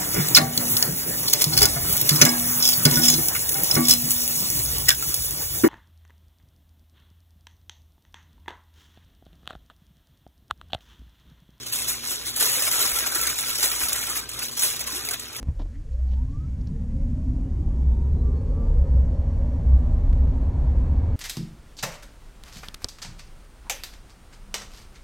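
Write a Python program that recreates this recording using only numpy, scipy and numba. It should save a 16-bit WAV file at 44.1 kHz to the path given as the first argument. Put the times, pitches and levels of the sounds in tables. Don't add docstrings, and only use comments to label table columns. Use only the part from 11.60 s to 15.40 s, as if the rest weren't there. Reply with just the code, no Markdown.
import sys
import numpy as np
from scipy import signal
from scipy.fft import rfft, irfft
from scipy.io import wavfile
from scipy.ndimage import uniform_filter1d
from numba import njit

SR = 44100
rng = np.random.default_rng(int(sys.argv[2]) if len(sys.argv) > 2 else 0)


def gain_from_db(level_db):
    decades = np.asarray(level_db, float) / 20
    return 10 ** decades


def inscribe(sig):
    pcm = np.round(np.clip(np.atleast_2d(sig).T, -1, 1) * 32767)
    wavfile.write(sys.argv[1], SR, pcm.astype(np.int16))


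N = 167580

# t/s, steady crackle level/dB, rumble level relative to crackle/dB
HAND_PRESSURE = [(0, -42.5, -20), (.12, -39.5, -18), (.4, -43.5, -15.5), (.62, -42, -16.5),
                 (.75, -42.5, -19.5), (.85, -29, -13), (1.3, -38.5, -12.5), (1.43, -40.5, -9),
                 (1.6, -36, -8.5), (1.95, -36, -15.5), (2.2, -34.5, -11.5), (2.5, -35.5, -11.5),
                 (2.67, -46, -13.5), (2.78, -37, -12), (2.95, -46.5, -19), (3.2, -40.5, -12.5),
                 (3.45, -39.5, -13), (3.699, -43.5, -12)]
# t/s, top level/dB, swell/s, fade/s
FOLDS_GIVING_WAY = [(0.017, -36, 0.017, 0.009), (0.05, -28, 0.018, 0.04), (0.106, -25.5, 0.02, 0.38),
                    (0.25, -21, 0.039, 0.044), (0.475, -26, 0.039, 0.053), (0.643, -26, 0.021, 0.091),
                    (0.745, -26.5, 0.018, 0.2), (0.792, -16.8, 0.015, 0.051), (0.93, -26, 0.0058, 0.15),
                    (0.992, -25.5, 0.056, 0.032), (1.063, -18, 0.011, 0.0096), (1.103, -22, 0.02, 0.39),
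                    (1.178, -18.5, 0.029, 0.059), (1.314, -43, 0.0038, 0.0073), (1.327, -32, 0.011, 0.0082),
                    (1.377, -33, 0.0075, 0.036), (1.456, -23.5, 0.014, 0.035), (1.543, -23.5, 0.0074, 0.04),
                    (1.625, -26, 0.0039, 0.024), (1.665, -22, 0.0051, 0.014), (1.676, -30, 0.0157, 0.023),
                    (1.76, -24, 0.027, 0.076), (1.859, -27, 0.04, 0.099), (1.945, -36, 0.0037, 0.007),
                    (1.971, -26, 0.015, 0.187), (2.012, -19, 0.024, 0.042), (2.111, -24.5, 0.0037, 0.02),
                    (2.201, -29.5, 0.017, 0.188), (2.288, -28, 0.044, 0.012), (2.348, -41, 0.0068, 0.064),
                    (2.391, -30, 0.042, 0.012), (2.485, -26, 0.0095, 0.063), (2.546, -23.5, 0.024, 0.034),
                    (2.684, -33, 0.0057, 0.16), (2.789, -30, 0.015, 0.047), (2.816, -28, 0.0107, 0.038),
                    (2.848, -25.5, 0.0058, 0.011), (2.908, -28.5, 0.004, 0.069),
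                    (2.991, -18.5, 0.042, 0.079), (3.155, -39, 0.013, 0.071), (3.2, -27, 0.0073, 0.015),
                    (3.253, -27.5, 0.015, 0.21), (3.325, -30, 0.0487, 0.028), (3.484, -27, 0.03, 0.016),
                    (3.484, -28.5, 0.0037, 0.014), (3.515, -27.5, 0.025, 0.014),
                    (3.605, -32.5, 0.0088, 0.071), (3.724, -33, 0.0289, 0.196), (.41, -27, .045, 0.13),
                    (2.965, -26.5, 0.0041, .08)]
# t/s, peak level/dB, thinning-out/s
LONE_SNAPS = [(0.0222, -37, 0.0047), (0.1582, -17, 0.0066), (0.4723, -20, 0.0079), (0.7616, -18, 0.0021),
              (0.8827, -17, 0.009), (0.9293, -14.5, 0.0059), (0.9619, -18, 0.0049), (1.0219, -11, 0.0042),
              (1.2484, -14.7, 0.009), (1.3149, -19, 0.003), (1.3418, -20.5, 0.0043), (1.3596, -16, 0.0059),
              (1.3868, -12.5, 0.0048), (1.4147, -19.8, 0.004), (1.4564, -20.5, 0.0047),
              (1.5304, -36, 0.0015), (1.6132, -11, 0.0082), (1.6986, -13.5, 0.0082), (1.7559, -21, 0.0074),
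              (1.9547, -16, 0.0035), (1.9849, -32, 0.0013), (2.1159, -19, 0.0084), (2.1603, -19, 0.0028),
              (2.1923, -22, 0.0018), (2.285, -11, 0.0086), (2.3599, -19, 0.0046), (2.4357, -23, 0.0032),
              (2.4581, -33, 0.0032), (2.4694, -21.5, 0.0075), (2.6407, -34, 0.0029), (2.6915, -21, 0.002),
              (2.7151, -26, 0.0023), (2.7346, -25.5, 0.0064), (2.7904, -18, 0.0034), (2.8585, -22, 0.0065),
              (2.8833, -19.5, 0.0042), (2.9925, -11, 0.008), (3.1003, -20.5, 0.0026), (3.1225, -23, 0.0052),
              (3.1621, -19, 0.0027), (3.1937, -21, 0.0027), (3.2086, -18.1, 0.0036), (3.2388, -26, 0.0021),
              (3.3035, -24.4, 0.011), (3.3678, -34, 0.0011), (3.4493, -17, 0.0061), (3.5095, -16.7, 0.0038),
              (3.5354, -19, 0.0033), (3.5955, -22, 0.0043), (3.6791, -34, 0.004), (3.7279, -27.5, 0.0086),
              (3.7635, -21.5, 0.0042), (.1311, -14.5, 0.0067), (1.1139, -12.5, .004),
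              (1.668, -17.5, 0.0028), (2.0283, -10.5, .004), (2.3305, -12, .0012), (3.468, -20, 0.0047),
              (3.2725, -17, 0.0033), (3.4875, -16, .0015)]
# f/Hz, level/dB
CRACKLE_COLOUR = [(900, -27), (2000, -24), (3500, 0), (6000, -0.5), (9000, 2), (12000, 1), (14500, -2.5),
                  (16500, -10)]
# f/Hz, level/dB
RUMBLE_COLOUR = [(200, -22), (330, 5.5), (520, -0.5), (720, -49), (1000, 4.5), (1350, 9.5), (1800, 3),
                 (2600, 11)]
# t/s, level/dB, f/Hz
TRAY_RINGS = [(0.814, -23, 486), (0.967, -28, 511), (1.052, -38, 1337), (1.188, -23, 1326),
              (1.361, -24, 1360), (1.556, -24, 1360), (1.61, -21.5, 1350), (1.67, -26, 2280),
              (1.87, -32, 1373), (1.911, -26, 1350), (1.984, -32, 1370), (2.096, -23, 1334),
              (2.262, -29.5, 1330), (2.357, -34, 1347), (2.467, -28, 1375), (2.627, -30, 1580),
              (3.48, -29, 702), (3.509, -30, 1255)]
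# t/s, level/dB, f/Hz
THUMPS_AND_KNOCKS = [
    (1.327, -35, 61),
    (1.901, -45, 54.6),
    (2.23, -33, 65.6),
    (2.33, -41, 58),
    (3.329, -37, 297),
    (3.355, -36, 354),
    (3.378, -39, 407),
    (3.48, -36.5, 398),
    (3.515, -42, 411),
]
# f/Hz, level per Hz/dB
AIR_COLOUR = [(30, -15), (55, -14.5), (120, 0.5), (180, -15), (280, -7), (480, -8.5), (750, -21.5),
              (15000, -24.5)]
# f/Hz, level/dB
FRIDGE_TONES = [(59.2, -54), (118.4, -63), (236.9, -58.5)]
# f/Hz, phase/rad
PORT_LAG = [(0, 0), (860, -.6), (1550, 0), (4600, 3.14), (5300, 4.3), (6900, 6.28), (11030, 12.57),
            (17275, 21.99)]
# f/Hz, likeness/0-1
PORT_LIKENESS = [(60, .72), (250, .78), (500, .8), (900, .65), (1600, .75), (2700, .65), (4500, .76),
                 (15000, .74)]
STEREO_EDGES = [197, 207, 217, 228, 240, 264, 292, 320, 352, 388, 402, 416, 430, 443, 480, 512, 544, 580,
                594, 608, 622, 637, 672, 704, 736]
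MID_KEPT = [.66, .8, 1.07, 1.46, 1.88, 2.03, 3.5]
BOTH_KEPT = [1.67, 1.76, 2.57, 2.69, 2.92, 2.97, 3.27, 3.61]


def foil():
    crackle_power, rumble_power = effort()
    dry = swarm(18000, CRACKLE_COLOUR, cycles=14.2, scatter_db=0.94, power=crackle_power)
    dry = dry + swarm(4200, RUMBLE_COLOUR, cycles=6.2, scatter_db=0.5, power=rumble_power)
    dry = dry + snaps() + tray()
    low_cut = signal.butter(2, 304, "high", fs=SR, output="sos")
    dry = signal.sosfilt(low_cut, dry)
    sheet_db = -6
    near = (dry + gain_from_db(sheet_db) * sheet(dry)) / np.sqrt(1 + gain_from_db(2 * sheet_db))
    return ports(near, sheet(dry), sheet(dry))


def effort():
    steady_db, swarm_db, flutter_db = 7.5, 0.6, -0.5
    hop = 32
    t = np.arange(0, N, hop) / SR
    at, crackle_db, rumble_db = np.array(HAND_PRESSURE, float).T
    crackle = gain_from_db(2 * (np.interp(t, at, crackle_db) + steady_db))
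    for start, db, rise, fade in FOLDS_GIVING_WAY:
        since = np.maximum(t - start, 0)
        rise = max(rise, .002)
        swell = np.minimum(since / rise, 1) ** 2
        decay = np.exp(-np.maximum(since - rise, 0) / max(fade / 2, .003))
        crackle = crackle + gain_from_db(2 * db) * swell * decay
    crackle = np.repeat(crackle, hop)[:N]
    rumble_db = np.repeat(np.interp(t, at, rumble_db), hop)[:N]
    rough = gain_from_db(2 * (swarm_db * walk(30) + flutter_db * walk(132)))
    crackle = crackle * rough / np.mean(rough)
    return crackle, crackle * gain_from_db(2 * rumble_db)


def swarm(per_s, table, cycles, scatter_db, power):
    rings_per_crease, crease_s, biggest = 6, .0005, .96
    brighter_db, pivot_hz, loud_db = 1.03, 4720, -24.5
    u = rng.random((int(per_s * N / SR), 5)).T
    first = np.arange(u.shape[1]) // rings_per_crease * rings_per_crease
    within = u[0] % .001 * 1000 * crease_s * SR
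    start = np.minimum(u[0, first] * N + within, N - 1).astype(np.int64)
    low_hz, high_hz = table[0][0], table[-1][0]
    hz = low_hz * (high_hz / low_hz) ** u[1]
    t60 = cycles * (0.79 + 1.13 * u[2]) / hz
    size_db = colour(table, hz) - scatter_db * np.log(1 - biggest * u[3, first])
    size = gain_from_db(size_db) * hz / 1000
    norm = np.sqrt(np.sum(size ** 2 * t60) / 4 / np.log(1000) * SR / N)
    effort_db = 10 * np.log10(power[start])
    octaves = np.log2(np.maximum(hz / pivot_hz, 1))
    tilt_db = brighter_db * octaves * np.minimum(effort_db - loud_db, 0)
    return rings(N, start, hz, t60, size * gain_from_db(effort_db + tilt_db) / norm, 2 * np.pi * u[4])


def snaps():
    low_hz, high_hz, snap_db, t60_s = 1580, 16240, -7, 0.0035
    at, db, spread = (np.repeat(c, 64) for c in np.array(LONE_SNAPS, float).T)
    u = rng.random((len(at), 4)).T
    late = -np.maximum(spread, .001) * np.log(1 - .99 * u[0] ** 1.4)
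    start = ((at + late) * SR).astype(np.int64)
    hz = np.minimum(low_hz + (high_hz - low_hz) * u[1], .36 * SR)
    size = gain_from_db(db + snap_db + colour(CRACKLE_COLOUR, hz))
    return rings(N, start, hz, t60_s * (0.35 + u[2]), size, 2 * np.pi * u[3])


def sheet(x):
    t60_s, hop = .05, 1024
    t = np.arange(3 * hop) / SR
    parts = np.pad(x, (0, -N % hop)).reshape(-1, hop)
    fade = np.exp(-np.log(1000) * t / t60_s)
    tails = rng.standard_normal((len(parts), len(t))) * fade / np.sqrt(np.sum(fade ** 2))
    rung = irfft(rfft(parts, 4 * hop) * rfft(tails, 4 * hop)).reshape(len(parts), -1, hop)
    out = sum(np.pad(rung[:, k], ((k, 3 - k), (0, 0))) for k in range(4))
    return out.ravel()[:N]


def tray():
    at, db, hz = (np.repeat(c, 2) for c in np.array(TRAY_RINGS, float).T)
    u = rng.random((len(at), 2)).T
    start = ((at + 0.00605 * u[0]) * SR).astype(np.int64)
    pitch = hz * (.985 + 0.032 * u[1])
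    t60 = np.full(len(at), 0.15)
    return rings(N, start, pitch, t60, gain_from_db(db - 10.0), np.full(len(at), -np.pi / 2))


def knocks():
    at, db, hz = np.array(THUMPS_AND_KNOCKS, float).T
    t60 = np.full(len(at), 0.15)
    x = rings(N, (at * SR).astype(np.int64), hz, t60, gain_from_db(db), np.full(len(at), -np.pi / 2))
    return uniform_filter1d(x, size=40)


def kitchen():
    return ports(*[air() + hum() for _ in range(3)])


def air():
    hz = np.arange(N // 2 + 1) * SR / N
    spectrum = rfft(rng.standard_normal(N)) * gain_from_db(colour(AIR_COLOUR, hz))
    return unit(irfft(spectrum, N)) * gain_from_db(-47)


def hum():
    wobble_hz, wobble_db, wobble_rad = 9, 3, 1.84
    t = np.arange(N) / SR
    out = np.zeros(N)
    for hz, db in FRIDGE_TONES:
        level = np.sqrt(2) * gain_from_db(db + wobble_db * walk(wobble_hz))
        out += level * np.sin(2 * np.pi * hz * t + wobble_rad * walk(wobble_hz))
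    return out


def ports(shared, left, right):
    hz = np.arange(N // 2 + 1) * SR / N
    like = np.clip(colour(PORT_LIKENESS, hz), 0, 1)
    lag = np.exp(-1j * np.interp(hz, *np.array(PORT_LAG, float).T))
    both = rfft(shared) * np.sqrt(like)
    own = np.sqrt(1 - like)
    return np.array([irfft(both + own * rfft(left), N), irfft(both * lag + own * rfft(right), N)])


@njit
def rings(n, start, hz, t60, size, turn):
    out = np.zeros(n)
    for k in range(len(start)):
        p = np.exp(2j * np.pi * hz[k] / SR - np.log(1000) / (t60[k] * SR))
        z = size[k] * np.exp(1j * turn[k])
        for i in range(start[k], min(n, start[k] + int(t60[k] * SR * .8) + 2)):
            out[i] += z.real
            z *= p
    return out


def walk(rate_hz):
    k = max(int(SR / rate_hz), 2)
    steps = np.interp(np.arange(N) / SR * rate_hz, np.arange(2000), rng.standard_normal(2000))
    return unit(uniform_filter1d(steps, k))


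def colour(table, hz):
    f, v = np.array(table, float).T
    return np.interp(np.log(np.maximum(hz, 1)), np.log(f), v)


def unit(x):
    return x / np.sqrt(np.mean(x ** 2))


def scene():
    return foil() + knocks() + kitchen()


def squeeze(x):
    drop_mid_db, drop_side_db = -3.7, -3.5
    grid, around, top_line, mid_top_line = 416, 8, 732, 460
    ms = np.pad(np.array([x[0] + x[1], x[0] - x[1]]) / 2, ((0, 0), (grid, 2048)))
    win = np.sin(np.pi * (np.arange(2048) + .5) / 2048)
    z = signal.stft(ms, window=win, nperseg=2048, noverlap=1024)[2]

    def kept(times):
        return np.isin(np.arange(z.shape[2]), np.round((np.array(times) * SR + grid) / 1024))

    both_kept = kept(BOTH_KEPT)
    low_mid_kept = both_kept | kept(MID_KEPT)
    for lo, hi in zip(STEREO_EDGES, STEREO_EDGES[1:]):
        power = np.sum(np.abs(z[:, lo - around:hi + around]) ** 2, axis=1)
        mid, side = 10 * np.log10(uniform_filter1d(power, 2) + 1e-18)
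        mid_kept = low_mid_kept if lo < mid_top_line else both_kept
        z[0, lo:hi] *= (mid - side > drop_mid_db) | mid_kept
        z[1, lo:hi] *= (side - mid > drop_side_db) | both_kept
    z[:, top_line:] = 0
    m, s = signal.istft(z, window=win, nperseg=2048, noverlap=1024)[1][:, grid:grid + N]
    return np.array([m + s, m - s])


def top_cut(x):
    return signal.sosfilt(signal.butter(12, 16840, fs=SR, output="sos"), x)


def record(dry):
    mix = squeeze(dry)
    return top_cut(mix)


dry = scene()
out = record(dry)
inscribe(out)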